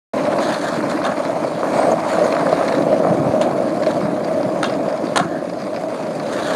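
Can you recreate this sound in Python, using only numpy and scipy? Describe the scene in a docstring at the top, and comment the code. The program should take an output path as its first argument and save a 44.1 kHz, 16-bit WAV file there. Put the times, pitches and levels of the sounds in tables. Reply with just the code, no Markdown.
"""Two skateboards on a concrete walk

Two boards roll beside a wall; the microphone travels with the nearer one. Random grit excites its deck
(hollow roar), thrum and wheel colours; cracks and stones add decaying sines. The farther rider scuffs
(filtered grit), pops the tail and lands with a clatter on asphalt (noise-driven board modes, ringing
plywood), with trucks rattling (decaying noise bursts) and a short dull tail off the surroundings."""
import sys
import numpy as np
from scipy import signal
from scipy.fft import rfft, irfft
from scipy.io import wavfile
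from scipy.ndimage import uniform_filter1d, map_coordinates

SR = 44100
rng = np.random.default_rng(int(sys.argv[2]) if len(sys.argv) > 2 else 0)


def unload_audio(sound):
    """Save the sound as a 16-bit wav file, at the path given as the first command line argument."""
    columns = np.transpose(np.atleast_2d(sound))
    # keep every value between -1 and 1, then stretch to whole-number steps
    steps = np.round(np.clip(columns, -1, 1) * 32767)
    wavfile.write(sys.argv[1], SR, steps.astype(np.int16))


N = 289075

START_S, EDGE_HZ = .134, 15700  # sound onset; upper band limit

# spectra, only the shape counts: f/Hz, relative level/dB
DECK_COLOUR = [(200, -42), (400, -14.5), (550, 0), (620, 2.5), (680, -2), (760, -11), (870, -19),
               (1100, -19), (1600, -31), (6000, -83)]
THRUM_COLOUR = [(30, -42), (80, -22.5), (120, -12.5), (170, -3.5), (230, -3), (305, 1.5), (385, -6.5),
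                (480, -11), (1500, -60)]
WHEEL_COLOUR = [(300, -42.5), (750, 5.5), (1030, 4.5), (1400, -2.5), (1650, -4.5), (2000, -9),
                (2350, -12.5), (2900, -23), (9000, -71.5)]
SAND_COLOUR = [(1000, -14), (2300, 5.5), (2950, 0), (4500, 2), (5500, -5), (6600, -1.5), (7900, -7),
               (9000, -3), (10400, -10.5), (12000, -15), (15500, -46)]
SHOE_COLOUR = [(700, -5), (1200, 12.5), (1750, 14), (2200, -3.5), (2800, -3), (3500, 4.5), (4400, 3),
               (5400, -8), (6600, -1.5), (8000, -7), (9000, -6), (10400, -13), (15500, -33)]
CRUNCH_COLOUR = [(100, -13), (750, 6), (1800, -5.5), (2500, -8), (4200, -5), (5300, -20.5), (6500, -7),
                 (7900, -17), (9200, -10.5), (11000, -27), (15500, -63)]
RATTLE_COLOUR = [(500, -35), (1000, 12), (2300, 8), (3000, -6.5), (4700, 0), (5700, -6.5), (15000, -59)]
PLYWOOD_COLOUR = [(300, -28), (650, 11), (880, 0), (1100, 12), (1350, 11), (1680, 7), (2050, -21),
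                  (9000, -67)]

# near deck's roar over time: t/s, level/dB
NEAR_ROLL = [(0.14, -19.5), (0.42, -19), (0.57, -22.5), (1.55, -22.5), (2.25, -19.5), (3.05, -17.5),
             (4.1, -22), (4.65, -21.5), (5.2, -25), (5.3, -27), (6.05, -25.5), (6.54, -21.5)]
# changes in roar and thrum along the way: t/s, length/s, roar change/dB, thrum change/dB
ROLL_CHANGES = [(0.527, 0.12, -3.5, -1), (0.718, 0.28, -1.5, 2), (1.735, 0.21, 6.5, 3.5),
                (1.974, 0.14, -3.5, -2), (2.135, 0.2, 3, 0.5), (2.754, 2.7, 0, 2),
                (4.886, 0.11, -0.5, -4.5)]
# cracks under the near wheels: t/s, relative level/dB, swing t60/s
BUMPS = [(.384, -1, 0.014), (1.297, -2.5, 0.031), (1.361, -4, 0.02), (1.632, 9, 0.0061), (2.112, -6, 0.023),
         (2.528, 8, 0.019), (2.875, -12, 0.014), (2.928, 1, 0.049), (3.0, -3, 0.045), (3.049, 7, 0.011),
         (3.07, 6.5, 0.0091), (3.268, -0.5, 0.017), (3.344, -6.5, 0.1), (3.867, -3, 0.089),
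         (4.312, -12, 0.06), (4.376, -6.5, 0.046), (4.879, -12, 0.033), (5.425, -6, 0.021),
         (5.836, -9, .035), (5.924, -6, 0.017)]
# loose stones under the wheels: t/s, relative level/dB, f/Hz
PEBBLES = [(0.806, -13, 1300), (1.017, -11, 1100), (1.123, -12.5, 1250), (2.171, -9, 1100),
           (2.367, -10, 1340), (2.469, -7, 1160), (2.611, -9, 1200), (2.745, -12, 1100), (3.906, -11, 940),
           (4.056, -11, 990)]
# low thuds and a brief swell of the thrum: t/s, relative level/dB, f/Hz
LOW_PULSES = [(3.11, -8.5, 176), (3.142, -18, 150), (3.203, -14, 160), (3.267, -13, 160), (3.298, -18, 125),
              (4.035, -14.5, 198), (4.053, -11.5, 174), (5.04, -15, 288), (5.218, -15, 181),
              (5.257, -15.5, 173)]

# coarse grinding of the rolling over time: t/s, relative level/dB
GRINDING = [(0.14, -27.5), (0.45, -26.5), (1.0, -27.5), (1.47, -30), (1.78, -23.5), (1.98, -27.5),
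            (2.18, -24.5), (2.72, -25.5), (2.86, -29.5), (4.4, -33), (5.15, -33.5), (5.35, -37.5),
            (6.05, -33.5), (6.54, -30)]
# thick grit under the wheels: t/s, relative level/dB
GRAVEL = [(.24, -21), (.271, -22), (.334, -25), (.39, -16.5), (1.748, -24), (1.85, -28), (2.397, -25)]
# shoe on sandy ground or grip tape: t/s, length/s, relative level/dB, rise/s
SCUFFS = [(0.392, 0.25, -25, 0.028), (0.627, 0.13, -30, 0.043), (0.882, 0.048, -31, .02),
          (2.036, 0.096, -24.5, 0.092), (2.653, 0.16, -34, 0.027), (3.851, 0.071, -35.5, .03),
          (6.243, 0.38, -18.5, 0.26)]
# far board's struck modes: f/Hz, relative level/dB, t60/s
BOARD_MODES = [(742, 2.5, 0.022), (1086, -2.5, 0.025), (1420, -6.5, 0.021), (1650, -7, .022),
               (2100, -13.5, .016), (2810, -9.5, 0.015), (3280, -6, 0.0097), (3580, -6.5, 0.013),
               (4130, -14, 0.012), (6020, -18, .014)]
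# blows on the far board:
# t/s, crunch level/dB, contact t60/s, plywood relative level/dB, clack f/Hz, clack peak before band-pass/dB
CLACKS = [(1.0405, -33, .012, -24, 1200, -12), (1.0492, -29, .008, -20, 3700, -17),
          (1.051, -29, 0.071, -20, 950, -15), (1.063, -27, 0.051, -31, 1150, -12),
          (3.413, -23.5, 0.11, -26, 4150, -21), (4.6296, -18, 0.015, -19, 1900, -7.5),
          (4.6405, -38, .025, -28, 1500, -12), (4.6415, -38, 0.032, -30, 2900, -10.5),
          (4.653, -33, .22, -36, 3400, -20), (5.1587, -15.5, 0.028, -28, 1100, -6.5),
          (5.167, -16, .011, -26, 760, -8), (5.173, -10.5, 0.023, -22, 1500, -2.5),
          (5.1883, -25, 0.099, -21, 1660, -11), (5.1975, -28, 0.018, -20.5, 700, -6)]
# scale of the trucks' random chatter: t/s, relative level/dB
CHATTER = [(1.7, -36), (2.6, -30.5), (3.2, -39.5), (4.6, -36), (5.1, -38), (5.33, -54), (5.5, -34),
           (5.9, -38)]
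# harder knocks of loose trucks: t/s, relative level/dB
TICKS = [(0.5434, -35), (.914, -29), (1.02, -32), (1.252, -31), (2.325, -27), (2.68, -27), (2.685, -35),
         (2.7242, -28), (2.75, -29), (3.823, -32), (3.834, -29.5), (3.8633, -28.5), (3.87, -31),
         (4.246, -31.5), (4.431, -33), (4.697, -31.5), (4.7386, -31.5), (5.069, -34.5), (5.6176, -35),
         (5.762, -32), (6.198, -30.5)]
# loose washer's ping, higher once the rider crouches: t/s, f/Hz
WASHER = [(3.85, 4200), (4.3, 4766)]
# short fuzzy high tones, a scuff, then bearing squeaks: t/s, rms level/dB, length/s, f/Hz
SQUEAKS = [(.53, -36, 0.034, 4140), (1.67, -48.5, 0.31, 8470), (1.905, -38.5, 0.028, 6550),
           (2.225, -43, 0.049, 6600)]
# wheels skidding sideways as the landing settles: t/s, rms level/dB, length/s, f/Hz
SKIDS = [(5.2, -43, 0.32, 1660)]

DECK_SWAY = .028  # rms share by which the deck's pitch drifts
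THRUM_DB, THRUM_FOLLOW = -12, 0.62  # thrum follows the roar by this share of its dB
CROSSING_S = 0.035  # ramp into and out of a roll change
SCUFF_SAG_DB_PER_S, SCUFF_RELEASE_S = 36.5, 0.039  # weight leaves the shoe; release time constant
# sand hiss follows the grinding and the roar changes by these shares of their dB
SAND_DB, SAND_FOLLOW_GRINDING, SAND_FOLLOW_ROAR = -24, 0.6, 0.22
WASHER_T60_S, WASHER_DB = 0.019, -0.5


def amp(db):
    """Decibels to gain."""
    return 10 ** (np.asarray(db) / 20)


def unit(x):
    """Scales to rms 1."""
    return x / np.sqrt(np.mean(x ** 2) + 1e-20)


def curve(rows):
    """Control joined by straight lines, per sample."""
    return np.interp(np.arange(N) / SR, *np.transpose(rows))


def add(mix, t_s, sound):
    """Mixes a sound in at t_s."""
    part = mix[round(t_s * SR):][:len(sound)]
    part += sound[:len(part)]


def butter(x, order, cut_hz, kind):
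    """Butterworth filter, causal."""
    return signal.sosfilt(signal.butter(order, cut_hz, kind, fs=SR, output="sos"), x)


def colour(x, points, size=4096):
    """Minimum-phase filter of unit energy with the given spectrum, via the folded cepstrum."""
    hz, db = np.transpose(points)
    bins_hz = np.fft.rfftfreq(size, 1 / SR)
    log_gain = np.log(amp(np.interp(np.log(bins_hz + 1), np.log(hz), db)))
    cepstrum = irfft(log_gain)[:size // 2]
    cepstrum[1:] *= 2
    taps = irfft(np.exp(rfft(cepstrum, size)))
    return signal.oaconvolve(x, taps / np.linalg.norm(taps))[:len(x)]


def wander(hz):
    """Smooth random drift of rms 1: noise under a Gaussian low-pass of width hz."""
    lowpass = np.exp(-(np.fft.rfftfreq(N, 1 / SR) / hz) ** 2)
    return unit(irfft(rfft(rng.standard_normal(N)) * lowpass, N))


def grit(per_s, spread_db, smooth):
    """Stones of uneven size met at random, over a bed of fine roughness; rms 1."""
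    size = amp(spread_db * np.minimum(rng.exponential(1, N), 3))
    stones = size * rng.choice([-1, 1], N) * (rng.random(N) < per_s / SR)
    return unit(unit(stones) + smooth * rng.standard_normal(N))


def dying(kicks, t60_s):
    """Turns each kick into an envelope that falls 60 dB in t60_s."""
    return signal.lfilter([1], [1, -amp(-60 / (t60_s * SR))], kicks)


def swells(rows, width_hz):
    """Each row is a short swell of a fuzzy tone: narrow-band noise under a Hann window."""
    out = np.zeros(N)
    for t_s, db, length_s, hz in rows:
        t = np.arange(round(length_s * SR)) / SR
        noise = rng.standard_normal(len(t)) + 1j * rng.standard_normal(len(t))
        band = np.exp(-(np.fft.fftfreq(len(t), 1 / SR) / width_hz) ** 2)
        fuzz = np.fft.ifft(np.fft.fft(noise) * band)
        tone = (fuzz * np.exp(2j * np.pi * hz * t)).real
        add(out, t_s, amp(db) * unit(tone * np.hanning(len(t))))
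    return out


def patchy(x, depth_db):
    """Changing contact shifts the colour in random patches of frequency and time."""
    spectra = signal.stft(x, nperseg=512)[2]
    patches = uniform_filter1d(rng.standard_normal(spectra.shape), size=7, axis=0)
    patches = unit(uniform_filter1d(patches, size=9, axis=1))
    return signal.istft(spectra * amp(depth_db * patches), nperseg=512)[1][:N]


def roll_change_db(column):
    """Sums one column of the roll changes, each ramped in and out."""
    t = np.arange(N) / SR
    total_db = np.zeros(N)
    for row in ROLL_CHANGES:
        start_s, length_s = row[:2]
        edge_s = np.minimum(t - start_s, start_s + length_s - t)
        total_db += row[column] * np.clip(.5 + edge_s / CROSSING_S, 0, 1)
    return total_db


def yard(x, t60_s=0.41, tail_db=-13, dull_hz=2200):
    """Wall, kerb and ground scatter a short tail: decaying noise taps, low-passed."""
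    t = np.arange(SR // 2) / SR
    taps = rng.standard_normal(len(t)) * (t > .006) * amp(-60 * t / t60_s)
    taps = butter(taps / np.linalg.norm(taps), 2, dull_hz, "low")
    return x + amp(tail_db) * signal.oaconvolve(x, taps)[:N]


def far_wheels(ground):
    """Hard wheels grind over coarse grains."""
    grains = grit(per_s=600, spread_db=5.5, smooth=1.0) * amp(1.37 * ground + 0.45 * wander(43))
    return unit(colour(grains, WHEEL_COLOUR)) * amp(curve(GRINDING) - 0.86)


def scuffing():
    """Each scrape of a shoe swells, sags while it drags, and dies as the foot lifts."""
    out, t = np.zeros(N), np.arange(SR) / SR
    for t_s, length_s, db, rise_s in SCUFFS:
        lift = np.exp(-np.maximum(t - length_s, 0) / SCUFF_RELEASE_S)
        add(out, t_s, np.minimum(t / rise_s, 1) * amp(db - SCUFF_SAG_DB_PER_S * t) * lift)
    return out


def sand(ground):
    """Fine sand hisses under the wheels; a shoe dragging on it excites its own broad colour."""
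    fine = grit(per_s=1300, spread_db=9.0, smooth=1.83) * amp(0.9 * ground + 0.43 * wander(76))
    drag = grit(per_s=1500, spread_db=-0.5, smooth=0.41) * amp(2.35 * wander(61))
    hiss_db = SAND_DB + SAND_FOLLOW_GRINDING * curve(GRINDING)
    hiss_db += SAND_FOLLOW_ROAR * roll_change_db(column=2)
    hiss = unit(colour(fine, SAND_COLOUR)) * amp(hiss_db)
    shoe = unit(colour(drag, SHOE_COLOUR)) * scuffing()
    return hiss + shoe


def crackle(ground, patch_s=0.0062, loose_db=-11, snap_db=-8):
    """Loose grit cracks under the wheels, grain by grain, and crunches where it lies thick."""
    t = np.arange(N) / SR
    thick = sum(amp(db) * np.exp(-((t - t_s) / patch_s) ** 2) for t_s, db in GRAVEL)
    loose = amp(curve(GRINDING) + loose_db + 2 * ground)
    grains = thick * grit(per_s=1500, spread_db=3.5, smooth=0)
    grains += loose * grit(per_s=220, spread_db=2.5, smooth=0)
    return colour(grains, WHEEL_COLOUR) + amp(snap_db) * colour(grains, RATTLE_COLOUR)


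def rattle(per_s=65, knock_db=2, t60_s=0.032):
    """Trucks chatter all along the ride, with some harder knocks; each kick also pings a washer."""
    kicks = (rng.random(N) < per_s / SR) * rng.random(N) * amp(curve(CHATTER))
    for t_s, db in TICKS:
        add(kicks, t_s, amp([db + knock_db]))
    envelope = uniform_filter1d(dying(kicks, t60_s), size=30)
    chatter = colour(envelope * rng.standard_normal(N), RATTLE_COLOUR)
    turns = np.cumsum(curve(WASHER) + 200 * wander(59.9)) / SR
    ping = dying(kicks, WASHER_T60_S) * np.sin(2 * np.pi * turns)
    return amp(3.0) * chatter + amp(WASHER_DB) * ping


def squeaks():
    """Short fuzzy high tones: a scuff, then bearing squeaks."""
    return swells(SQUEAKS, width_hz=540)


def wheel_skids():
    """Wheels skid sideways: a fuzzy tone."""
    return swells(SKIDS, width_hz=240)


def clacks(contact_s=0.003, rise_s=0.00077, ring_t60_s=0.28, focus_db_per_octave=7, band_hz=(520, 8000)):
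    """Chatter of contact crunches and drives the modes nearest its pitch; then the plywood shudders."""
    crunches, knocks, kicks = np.zeros(N), np.zeros(N), np.zeros(N)
    t = np.arange(SR // 4) / SR
    for t_s, db, t60_s, ring_db, hz, knock_db in CLACKS:
        contact = np.minimum(t / rise_s, 1) * amp(-60 * np.maximum(t - contact_s, 0) / t60_s)
        add(crunches, t_s, amp(db) * contact * rng.standard_normal(len(t)))
        modes = np.zeros(len(t))
        for mode_hz, mode_db, mode_t60_s in BOARD_MODES:
            focused_db = mode_db - focus_db_per_octave * abs(np.log2(mode_hz / hz))
            modes += np.sin(2 * np.pi * mode_hz * t) * amp(focused_db - 60 * t / mode_t60_s)
        knock = signal.fftconvolve(contact * rng.standard_normal(len(t)), modes)
        add(knocks, t_s, amp(knock_db) * knock / abs(knock).max())
        add(kicks, t_s, amp([2 * ring_db]))  # energies of the rings add up
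    ring = np.sqrt(dying(kicks, ring_t60_s / 2))  # energy back to amplitude
    plywood = ring * colour(rng.standard_normal(N), PLYWOOD_COLOUR)
    knocks = butter(knocks, 2, band_hz, "band")  # a thin board radiates little bass
    return colour(crunches, CRUNCH_COLOUR) + knocks + plywood * amp(1.8 * wander(90) - 5.5)


def low_pulses(width_s=0.0069):
    """Low thuds and a brief swell of the thrum: cosines under a sech envelope."""
    out, t = np.zeros(N), np.arange(-SR // 20, SR // 20) / SR
    for t_s, db, hz in LOW_PULSES:
        pulse = np.cos(2 * np.pi * (hz * t + rng.random())) / np.cosh(2 * t / width_s)
        add(out, t_s + t[0], amp(db) * pulse)
    return out


def pebbles(t60_s=0.0082, overtone=1.47, overtone_db=-6):
    """A wheel jumps a loose stone: one short, dry tock of two partials."""
    out, t = np.zeros(N), np.arange(SR // 20) / SR
    for t_s, db, hz in PEBBLES:
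        tock = np.sin(2 * np.pi * hz * t) - amp(overtone_db) * np.sin(2 * np.pi * overtone * hz * t)
        add(out, t_s, tock * amp(db - 60 * t / t60_s))
    return out


def bumps(deck_hz=615, knock_hz=1000, knock_db=-3, low_cut_hz=330):
    """A wheel drops in a crack: a dull knock and a few swings of the deck."""
    out, t = np.zeros(N), np.arange(SR // 8) / SR
    for t_s, db, t60_s in BUMPS:
        swing_hz = deck_hz * rng.uniform(1.0, 1.04)
        swing = np.sin(2 * np.pi * swing_hz * t) * amp(-60 * t / t60_s)
        knock = np.sin(2 * np.pi * knock_hz * t) * amp(knock_db - 60 * t / 0.006)
        add(out, t_s, amp(db) * (swing + knock) * (1 - np.exp(-t / 0.001)))
    return butter(out, 2, low_cut_hz, "high")  # the bumps keep no deep bass


def near_board(ground):
    """Stones shake the deck's main resonance, make the wheels thrum, and bite into their hard rims."""
    stones = grit(per_s=550, spread_db=1.5, smooth=0.73) * amp(1.09 * ground)
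    roar_db = curve(NEAR_ROLL) + roll_change_db(column=2)
    thrum_db = THRUM_DB + THRUM_FOLLOW * curve(NEAR_ROLL) + roll_change_db(column=3)
    # shifting weight bends the deck's pitch: resample at a drifting rate
    positions = np.arange(N) + np.cumsum(DECK_SWAY * wander(7))
    deck = map_coordinates(colour(stones, DECK_COLOUR), [positions], mode="mirror")
    roar = unit(deck) * amp(roar_db)
    thrum = unit(colour(grit(per_s=760, spread_db=3.0, smooth=0.77), THRUM_COLOUR)) * amp(thrum_db)
    bite = unit(colour(stones, WHEEL_COLOUR)) * amp(roar_db - 22.5)
    return roar + thrum + bite


def scene():
    """Rough and smooth patches of ground sway the rolling sounds together."""
    ground = wander(40)
    grinding = patchy(far_wheels(ground) + sand(ground), depth_db=2.0) * amp(-1.08)
    far = grinding + crackle(ground) + clacks() + rattle() + squeaks() + wheel_skids()
    near = near_board(ground) + bumps() + pebbles() + low_pulses()
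    return (near + yard(far))[None]


def record(dry, low_cut_hz=66):
    """The microphone opens abruptly, sheds deep bass and rounds off peaks; then the band limit."""
    opened = np.clip((np.arange(N) / SR - START_S) / .003, 0, 1)
    thin = butter(dry * opened, 2, low_cut_hz, "high")
    rounded = thin / (1 + (thin / .9) ** 6) ** (1 / 6)
    band_limit = signal.firwin(511, EDGE_HZ, window=("kaiser", 9), fs=SR)
    return signal.oaconvolve(rounded, band_limit[None], "same")


dry = scene()
out = record(dry)
unload_audio(out)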